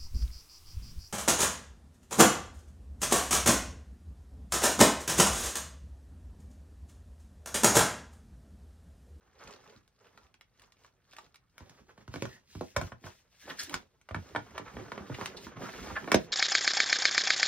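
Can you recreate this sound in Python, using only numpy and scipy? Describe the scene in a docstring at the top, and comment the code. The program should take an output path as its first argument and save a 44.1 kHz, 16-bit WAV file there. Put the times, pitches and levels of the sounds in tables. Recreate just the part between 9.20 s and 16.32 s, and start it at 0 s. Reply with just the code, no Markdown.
"""Hands crinkle soft goods into a plastic box on a table, fetch and lift its lid, pull a band off and snap it shut.
Every contact gives a short noisy crack and fizz through the air, and a thud along the plastic whose treble
arrives before its bass. Rubbing is a dense patter of grains with hiss and low rumble; creaks are uneven
stick-slip pulses through a resonance. A small soft room and faint air reach two close microphone ports."""
import sys
import numpy as np
from scipy import signal
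from scipy.fft import rfft, irfft, next_fast_len
from scipy.io import wavfile
from scipy.ndimage import uniform_filter1d

SR = 44100
rng = np.random.default_rng(int(sys.argv[2]) if len(sys.argv) > 2 else 0)


def put_to_file(sound):
    """Save the sound as 16-bit audio at rate SR, in the file named by the first command-line argument."""
    columns = np.atleast_2d(sound).T  # one column per channel
    safe = np.clip(columns, -1, 1)
    whole_steps = np.round(safe * 32767)
    wavfile.write(sys.argv[1], SR, whole_steps.astype(np.int16))


def volts_from_decibels(level):
    """Turn decibel levels (scalar or array-like) into linear amplitude factors."""
    exponent = np.asarray(level, float) / 20
    return 10 ** exponent


N = 313992  # length in samples

# relative spectrum of the bright fizz of touch and crinkle: (f/Hz, level/dB)
FIZZ_SPECTRUM = [(900, -24), (1700, -1), (6000, 0.5), (8200, -7.5), (14000, -21.5), (15900, -30)]
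GOODS_UNTIL_S = 2.3  # the hands work on soft goods, then on the hard lid
RIM_DB = -8  # rim modes over the noise of a crack, before their random spread


def read(points, hz):
    """Reads a table on a log-frequency axis."""
    f, value = np.transpose(points)
    return np.interp(np.log(hz + 1), np.log(f + 1), value)


def coloured(x, points):
    """Gives a sound the tabled spectrum with a causal minimum-phase filter, then sets its rms to 1."""
    hz = abs(np.fft.fftfreq(4096, 1 / SR))
    log_gain = np.log(volts_from_decibels(np.maximum(read(points, hz), -100)))
    taps = np.fft.ifft(np.exp(np.conj(signal.hilbert(log_gain)))).real[:2048]
    y = signal.oaconvolve(x, taps)[:len(x)]
    return y / np.sqrt(np.mean(y ** 2))


def peaked(x):
    """Scales a sound to peak 1."""
    return x / abs(x).max()


def add(mix, s, sound):
    """Mixes a sound in at time s."""
    part = mix[round(s * SR):][:len(sound)]
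    part += sound[:len(part)]


def room_tone():
    """Faint steady air: coloured noise, partly shared by the ports."""
    # relative spectrum of the air: (f/Hz, level/dB)
    air_spectrum = [(24, -30), (40, 0), (115, -1), (739, -29), (2990, -33), (7050, -45), (8370, -37),
                    (14000, -41)]
    level_db = -74.5  # rms at each port
    a, b = (coloured(v, air_spectrum) for v in rng.standard_normal((2, N)))
    return volts_from_decibels(level_db) * np.array([a, 0.8 * a + 0.6 * b])


def effort():
    """Gains of scrape, fizz and rumble over time: strokes swell, hold and fade; the sliding lid joins in."""
    # separate strokes of the hands over goods, lid and band:
    # (middle/s, hold/s, scrape level/dB, fizz over scrape/dB)
    strokes = [(0.075, 0.0076, -67, -6), (0.284, 0.12, -55, -3.5), (0.492, 0.14, -62.5, -2.5),
               (0.856, 0.042, -69.5, 2), (1.637, 0.055, -73.5, 7.5), (0.996, 0.13, -68.5, -1.5),
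               (1.427, 0.077, -70.5, 2), (1.98, 0.14, -71, 7.5), (2.495, 0.22, -65.5, -6.5),
               (2.7, 0.013, -62.5, -10), (2.805, 0.025, -64, -9), (3.038, 0.21, -63, 2),
               (3.41, 0.21, -74.5, 12.5), (3.629, 0.078, -54.5, -2), (3.864, 0.0041, -52, -1.5),
               (3.947, 0.1, -89, 22), (4.142, 0.037, -92, 21.5), (4.224, 0.014, -84.5, 28.5),
               (4.3, 0.0039, -46, -5), (4.42, 0.029, -53.5, 9), (4.537, 0.012, -45.5, -4)]
    # the lid slides on the rim while it is fitted: (t/s, scrape level/dB, fizz level/dB, rumble level/dB)
    sliding = [(4.85, -95, -84.5, -92), (4.99, -64, -66, -67), (5.13, -58.5, -66, -59),
               (5.44, -58, -69, -61.5), (5.55, -53, -63.5, -56.5), (5.66, -49.5, -65, -50.5),
               (5.84, -58, -66.5, -55.5), (6.05, -48, -53, -50), (6.15, -56, -68, -56.5),
               (6.247, -62, -52, -54), (6.344, -61.5, -78.5, -61), (6.425, -46.5, -54, -41.5),
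               (6.5, -51.5, -56.5, -57.5), (6.6, -53.5, -55, -46.5), (6.65, -41.5, -54.5, -51),
               (6.7, -50, -55.5, -47.5), (6.83, -54.5, -60.5, -51.5), (7.048, -62.5, -58.5, -59),
               (7.12, -51, -96, -53)]
    steady_db = -81  # faint steady scrape under the whole scene
    goods_rise, lid_rise, fall = 213, 384, 278  # dB per s
    goods_rumble_db, lid_rumble_db = -6.5, -4  # rumble over scrape

    t = np.arange(N) / SR
    s, *levels = np.transpose(sliding)
    power = np.array([volts_from_decibels(np.interp(t, s, level)) ** 2 for level in levels])
    power[0] += volts_from_decibels(steady_db) ** 2
    for middle, hold, db, fizz_db in strokes:
        on_goods = middle < GOODS_UNTIL_S
        rise = goods_rise if on_goods else lid_rise
        rumble_db = goods_rumble_db if on_goods else lid_rumble_db
        early = np.maximum(middle - hold / 2 - t, 0)
        late = np.maximum(t - middle - hold / 2, 0)
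        layers_db = db + np.array([[0], [fizz_db], [rumble_db]])
        power += volts_from_decibels(layers_db - rise * early - fall * late) ** 2
    return np.sqrt(power)


def patter(per_s, spread_db, smooth, grain_s, low_hz, high_hz, spots):
    """Grains of uneven size over a smooth slide; each grain rings the spot it comes from."""
    size = volts_from_decibels(spread_db * np.minimum(rng.exponential(1, N), 2))
    size = size * (rng.random(N) < per_s / SR)
    t = np.arange(2000) / SR
    grain_noise, slide_noise = rng.standard_normal((2, N))
    spot = rng.integers(0, spots, N)
    grains = np.zeros(N)
    for k, hz in enumerate(np.geomspace(low_hz, high_hz, spots)):
        envelope = signal.oaconvolve(size * (spot == k), t * np.exp(-t / grain_s))[:N]
        resonance = signal.iirpeak(hz, 2, SR)
        grains += signal.lfilter(*resonance, envelope * grain_noise) / np.sqrt(hz)
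    return grains / grains.std() + smooth * slide_noise


def rubbing():
    """Scrape, crinkle, hiss and table rumble under the moving hands: grain patter and noise, each coloured."""
    # relative spectrum of the scrape: (f/Hz, level/dB)
    scrape_spectrum = [(180, -7), (300, -22), (354, 13), (660, 7.5), (1490, 8), (5000, -8.5), (6500, 4.5),
                       (11000, -120)]
    # relative spectrum of the table rumble: (f/Hz, level/dB)
    rumble_spectrum = [(24, -40.5), (40, -9.5), (215, -3), (295, -4.5), (500, -10), (700, -57.5)]
    # relative spectrum of the smooth airy hiss added to the fizz: (f/Hz, level/dB)
    hiss_spectrum = [(3000, -28), (6500, 5), (8000, -45), (11000, -5), (14000, 8), (15900, 3)]
    goods_hiss_db, lid_hiss_db = -21, -14.5  # hiss over fizz
    grip_db, grip_s = 3, 0.03  # rms swing and smoothing window of the wavering grip

    scrape_gain, fizz_gain, rumble_gain = effort()
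    on_goods = np.arange(N) < GOODS_UNTIL_S * SR
    hiss_gain = volts_from_decibels(np.where(on_goods, goods_hiss_db, lid_hiss_db))
    hiss = hiss_gain * coloured(rng.standard_normal(N), hiss_spectrum)
    drag = patter(per_s=540, spread_db=5.0, smooth=0.7, grain_s=0.0039,
                  low_hz=527, high_hz=3000, spots=5)
    crinkle = patter(per_s=230, spread_db=7.5, smooth=np.where(on_goods, 0.84, 2.2), grain_s=0.0011,
                     low_hz=1700, high_hz=10400, spots=5)
    bumps = patter(per_s=45, spread_db=3, smooth=3, grain_s=0.008,
                   low_hz=70, high_hz=380, spots=4)
    # on the lid the scrape comes in lumps as the grip wavers
    grip = signal.oaconvolve(rng.standard_normal(N), np.hanning(round(grip_s * SR)), "same")
    scrape_gain = scrape_gain * volts_from_decibels(grip_db * ~on_goods * grip / grip.std())
    scrape = scrape_gain * coloured(drag, scrape_spectrum)
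    rumble = rumble_gain * coloured(bumps, rumble_spectrum)
    fizz = fizz_gain * (coloured(crinkle, FIZZ_SPECTRUM) + hiss)
    return scrape + rumble + fizz


def creak(db, hz, length, per_s=280, uneven=0.55, hiss=0.11, sharp_per_s=55):
    """Stick and slip: uneven slips with hiss swell and fade through one resonance, applied twice."""
    t = np.arange(SR // 5) / SR
    jitter, noise = rng.standard_normal((2, len(t)))
    slip_rate = per_s * (1 + uneven * 10 * uniform_filter1d(jitter, size=100))
    turns = np.cumsum(slip_rate) / SR
    slips = np.diff(np.floor(turns), prepend=0) + hiss * noise
    body = signal.iirpeak(hz, sharp_per_s * length, SR)  # a longer slide sings on a narrower band
    swell = np.sin(np.pi * np.clip(t / length, 0, 1)) ** 2
    rung = signal.lfilter(*body, slips * swell)
    return volts_from_decibels(db) * peaked(signal.lfilter(*body, rung))


def contact(db, thud_db, fizz_db, hz, thud_hz=200, fizz_t60=0.018, ring_db=-9, rim_db=RIM_DB, lag_s=0.014775):
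    """One touch: crack and fizz through the air, and a thud dispersed by bending waves along the plastic."""
    # modes of the lid before random detuning and level spread: (f/Hz, level/dB, t60/s)
    lid_modes = [(111.1, 2.5, 0.13), (158.6, -4.5, 0.062), (229, -3.5, 0.052), (339, -10, 0.16),
                 (530, 3, 0.038)]
    # short modes of rim and walls before random level spread: (f/Hz, level/dB, t60/s)
    rim_modes = [(620, 0.5, 0.014), (987, 2.5, 0.013), (1461, 1.5, 0.017), (1820, -1, 0.014),
                 (2283, -4.5, 0.029), (3160, -3.5, 0.016)]
    size = 8192
    t = np.arange(size) / SR
    f = np.fft.rfftfreq(size, 1 / SR) + 1
    crack_noise, fizz_noise = rng.standard_normal((2, size))

    rise = 1 - np.exp(-t * hz / 0.89)  # duller touches start softer
    band = (f / hz) / (1 - (f / hz) ** 2 + 1.6j * f / hz)
    band = band / (1 - 1j * 250 / f) / (1 + 1j * f / (4 * hz)) ** 2
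    crack_t60 = 0.014 + 11.8 / hz  # duller cracks last longer
    dying = volts_from_decibels(-60 * t / crack_t60)
    rim = np.zeros(size)
    for mode_hz, level, t60 in rim_modes:
        spot, phase = rng.uniform(-1.13, 1, 2)
        rim += volts_from_decibels(4.6 * spot + level - 60 * t / t60) * np.sin(2 * np.pi * (mode_hz * t + phase))
    crack = peaked(irfft(rfft(rise * (crack_noise * dying + volts_from_decibels(rim_db) * rim)) * band))
    fizz_burst = fizz_noise * rise * volts_from_decibels(-60 * t / fizz_t60)
    fizz = peaked(irfft(rfft(fizz_burst) * volts_from_decibels(read(FIZZ_SPECTRUM, f))))
    air = crack + volts_from_decibels(fizz_db) * fizz

    # the blow and the lid modes it rings, each touch landing on a different spot
    ring = np.zeros(size)
    for mode_hz, level, t60 in lid_modes:
        spot, detune = rng.uniform(-0.91, 1, 2)
        ring += volts_from_decibels(4.5 * spot + level - 60 * t / t60) * np.sin(2 * np.pi * mode_hz * (1 + 0.17 * detune) * t)
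    blow = rfft(volts_from_decibels(ring_db) * peaked(ring)) / 60 + 1
    # bending waves travel faster the higher they are: the thud sweeps downwards
    delay = lag_s * rng.uniform(0.519, 1.333) * np.minimum(100 / f, 2) ** 0.92
    sweep = np.exp(-2j * np.pi * np.cumsum(delay) * SR / size)
    soft = 1 / (1 + (f / (3 * thud_hz)) ** 4) / (1 + (0.6 * thud_hz / f) ** 4)
    thud = peaked(irfft(blow * sweep * soft))
    fade = np.clip(8 - 9 * np.arange(size) / size, 0, 1)
    return volts_from_decibels(db) * (air + volts_from_decibels(thud_db) * thud) * fade


def room(x, paths):
    """Dense reflections dying band by band; sets of paths trade places over time, so hits ring differently."""
    # decay of the small soft room: (f/Hz, t60/s, level/dB, likeness of the ports/0-1)
    decay = [(100, 0.19, 2, 0.92), (407, 0.19, -0.5, 0), (1200, 0.15, -2.5, 0), (3500, 0.17, -5, 0),
             (10300, 0.044, -1, 0)]
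    out = np.zeros((2, N))
    turn = 2 * np.pi * 4.4 * np.arange(N) / SR  # 4.4 turns per s
    for k in range(paths):
        taps = rng.standard_normal((2, SR // 2)) * (np.arange(SR // 2) > 0.004 * SR)
        hz, t, (own, other) = signal.stft(taps, SR, nperseg=512)
        t60, db, same = (read([(row[0], row[c]) for row in decay], hz)[:, None] for c in (1, 2, 3))
        same = np.clip(same, 0, 1)
        both = np.array([own, same * own + np.sqrt(1 - same ** 2) * other])
        evened = np.sqrt(t60 * SR / (2 * np.log(1000)))  # long decays gain no energy
        tail = signal.istft(both * volts_from_decibels(db - 60 * t / t60) / evened, SR, nperseg=512)[1]
        share = np.sqrt(2 / paths) * np.cos(turn + np.pi * k / paths)
        out += signal.fftconvolve((x * share)[None], tail, axes=1)[:, :N]
    return out


def ports(x):
    """Sets the phase and balance between the left and right channels for box and bin sounds, each by a table
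    over frequency."""
    # phase of left over right for box sounds: (f/Hz, phase/rad)
    box_phase = [(0, 0), (2400, 0.4), (11800, 6.0), (16300, 6.5)]
    # phase of left over right for bin sounds: (f/Hz, phase/rad)
    bin_phase = [(0, 0), (7320, -3.2), (10200, -1.5), (11400, -0.2), (16300, 0.0)]
    # balance of left over right: (f/Hz, level/dB)
    lean = [(60, -3.0), (380, -2.5), (2380, -1.0), (15000, 2.0)]
    # the hands reach across to the bin for the lid and bring it back: (t/s, share of the bin/0-1)
    reach = [(2.3, 0), (2.45, 1), (3.4, 1), (3.6, .35), (4.8, 0)]
    size = next_fast_len(N)
    f = np.fft.rfftfreq(size, 1 / SR)
    half = volts_from_decibels(read(lean, f) / 2)
    across = np.clip(np.interp(np.arange(N) / SR, *np.transpose(reach)), 0, 1)
    left, right = x
    shifted = 0
    for share, points in ((1 - across, box_phase), (across, bin_phase)):
        phase = np.interp(f, *np.transpose(points))
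        shifted = shifted + rfft(right * share, size) * np.exp(-1j * phase)
    return irfft(np.array([rfft(left, size) * half, shifted / half]), size)[:, :N]


def scene():
    """Rubbing, ticks, knocks and creaks, direct and through the room, over the room tone."""
    # light ticks of fingers, wrapping, band and latch:
    # (t/s, crack peak level/dB, fizz over crack/dB, crack centre f/Hz)
    ticks = [(0.677, -55, -15, 2500), (0.975, -42, -27, 1560), (1.141, -47.5, -17, 1500),
             (1.21, -43.5, -27, 1820), (1.396, -50, 2, 3100), (1.419, -47, -27, 3030),
             (1.521, -51.5, 1, 1670), (1.646, -45.5, -10, 1290), (1.933, -44.5, -3, 1580),
             (1.965, -42, -3, 1950), (1.984, -36, -36, 1240), (2.143, -48.5, -2, 1480),
             (2.157, -45, -11, 2470), (2.38, -38, -32.5, 3000), (2.495, -50, 6, 930),
             (4.279, -38, -32, 670), (4.495, -31, -45, 4200), (4.541, -21.5, 1.5, 1700),
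             (4.813, -55.5, 2, 1510), (4.888, -34.5, -17, 1130), (5.379, -22.5, -14, 1620),
             (6.058, -22.5, -2, 2140), (6.944, -19.5, 5.5, 1500)]
    # knocks of box and lid on table, bin and hands:
    # (t/s, crack peak level/dB, thud over crack/dB, crack centre f/Hz, thud centre f/Hz)
    knocks = [(2.405, -43.5, -5, 620, 118), (2.777, -47, -6, 830, 130), (2.878, -40.5, 0.5, 1380, 100),
              (2.939, -30, -5, 860, 204), (2.958, -30.5, -2.5, 775, 176), (3.022, -23, -1.5, 1900, 201),
              (3.053, -30, -14, 784, 134), (3.351, -39, 2, 610, 100), (3.409, -33.5, 5, 400, 275),
              (3.563, -16.5, -15.5, 740, 100), (3.567, -20, -13.5, 770, 200), (3.577, -35, -2, 603, 112),
              (3.613, -27, -9.5, 790, 100), (3.719, -33, -13.5, 730, 117.4), (3.839, -40, -4, 900, 103),
              (3.867, -36, -18.5, 1310, 110), (4.909, -31.5, -9.5, 810, 100),
              (4.945, -19.5, -15, 1220, 130), (4.961, -35.5, -1, 1200, 108), (5.149, -25, -5, 665, 297),
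              (5.16, -17, -14.5, 940, 211), (5.394, -45, 8, 1090, 243), (5.567, -33.5, -4, 1000, 229),
              (5.597, -37.5, 0.5, 930, 254), (5.718, -26.5, -12, 1230, 208), (5.777, -31, -10.5, 890, 199),
              (5.897, -41.5, 11, 600, 167), (5.986, -45, 10, 910, 236), (6.011, -25.5, -8.5, 1330, 200),
              (6.267, -34.5, -1, 824, 195), (6.369, -41, -2, 1000, 202), (6.535, -39, -3, 1100, 300),
              (6.67, -36, -7, 1110, 230), (6.842, -36.5, -3, 1200, 225), (6.875, -25, -4, 760, 290),
              (6.883, -33, -7, 600, 250), (6.917, -9.5, -13.5, 1660, 227), (6.943, -8.5, -4.5, 890, 200)]
    # short creaks of plastic or rubber slipping on plastic: (t/s, peak level/dB, centre f/Hz, length/s)
    creaks = [(3.072, -50.5, 1840, 0.13), (4.191, -53.5, 1670, 0.1), (4.446, -44, 299, 0.089),
              (4.287, -32.5, 1700, 0.04), (4.29, -32, 3500, 0.028), (4.373, -34.5, 1700, 0.058),
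              (4.385, -25.5, 4900, 0.029), (4.428, -28, 5970, 0.014), (5.47, -36, 1400, 0.024),
              (5.938, -32, 2210, 0.018), (6.162, -34, 4000, 0.025), (6.451, -37, 1240, 0.032),
              (6.747, -25.5, 1600, 0.043), (6.762, -32.5, 690, 0.02)]
    tick_thud_db = -33.5  # a tick hardly moves the plastic
    # knocks before crackle_until_s crackle brightly, as among crinkly goods; later ones have little fizz
    crackle_until_s, bright_fizz_db, little_fizz_db = 3.65, -6, -23
    # from seated_s the lid sits on the full box and rings less
    seated_s, free_ring_db, seated_ring_db = 6.2, 1.5, -23

    box = rubbing()
    for s, db, fizz_db, hz in ticks:
        rim_db = RIM_DB if s > GOODS_UNTIL_S else -np.inf  # soft goods ring no rim
        add(box, s, contact(db, tick_thud_db, fizz_db, hz, rim_db=rim_db))
    for s, db, thud_db, hz, thud_hz in knocks:
        fizz_db = bright_fizz_db if s < crackle_until_s else little_fizz_db
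        ring_db = free_ring_db if s < seated_s else seated_ring_db
        add(box, s, contact(db, thud_db, fizz_db, hz, thud_hz, ring_db=ring_db))
    for s, db, hz, length in creaks:
        add(box, s, creak(db, hz, length))
    return ports(box + room(box, paths=3)) + room_tone()


def roll_off(x):
    """The treble ends steeply here."""
    return signal.sosfilt(signal.butter(12, 16680, fs=SR, output="sos"), x)


def record(dry):
    """Band-limits the sound at 15.9 kHz with a steep low-pass and finishes it."""
    edge = signal.firwin(255, 15900, window=("kaiser", 8), fs=SR)
    mix = signal.oaconvolve(dry, edge[None], "same")
    return roll_off(mix)


dry = scene()
out = record(dry)
put_to_file(out)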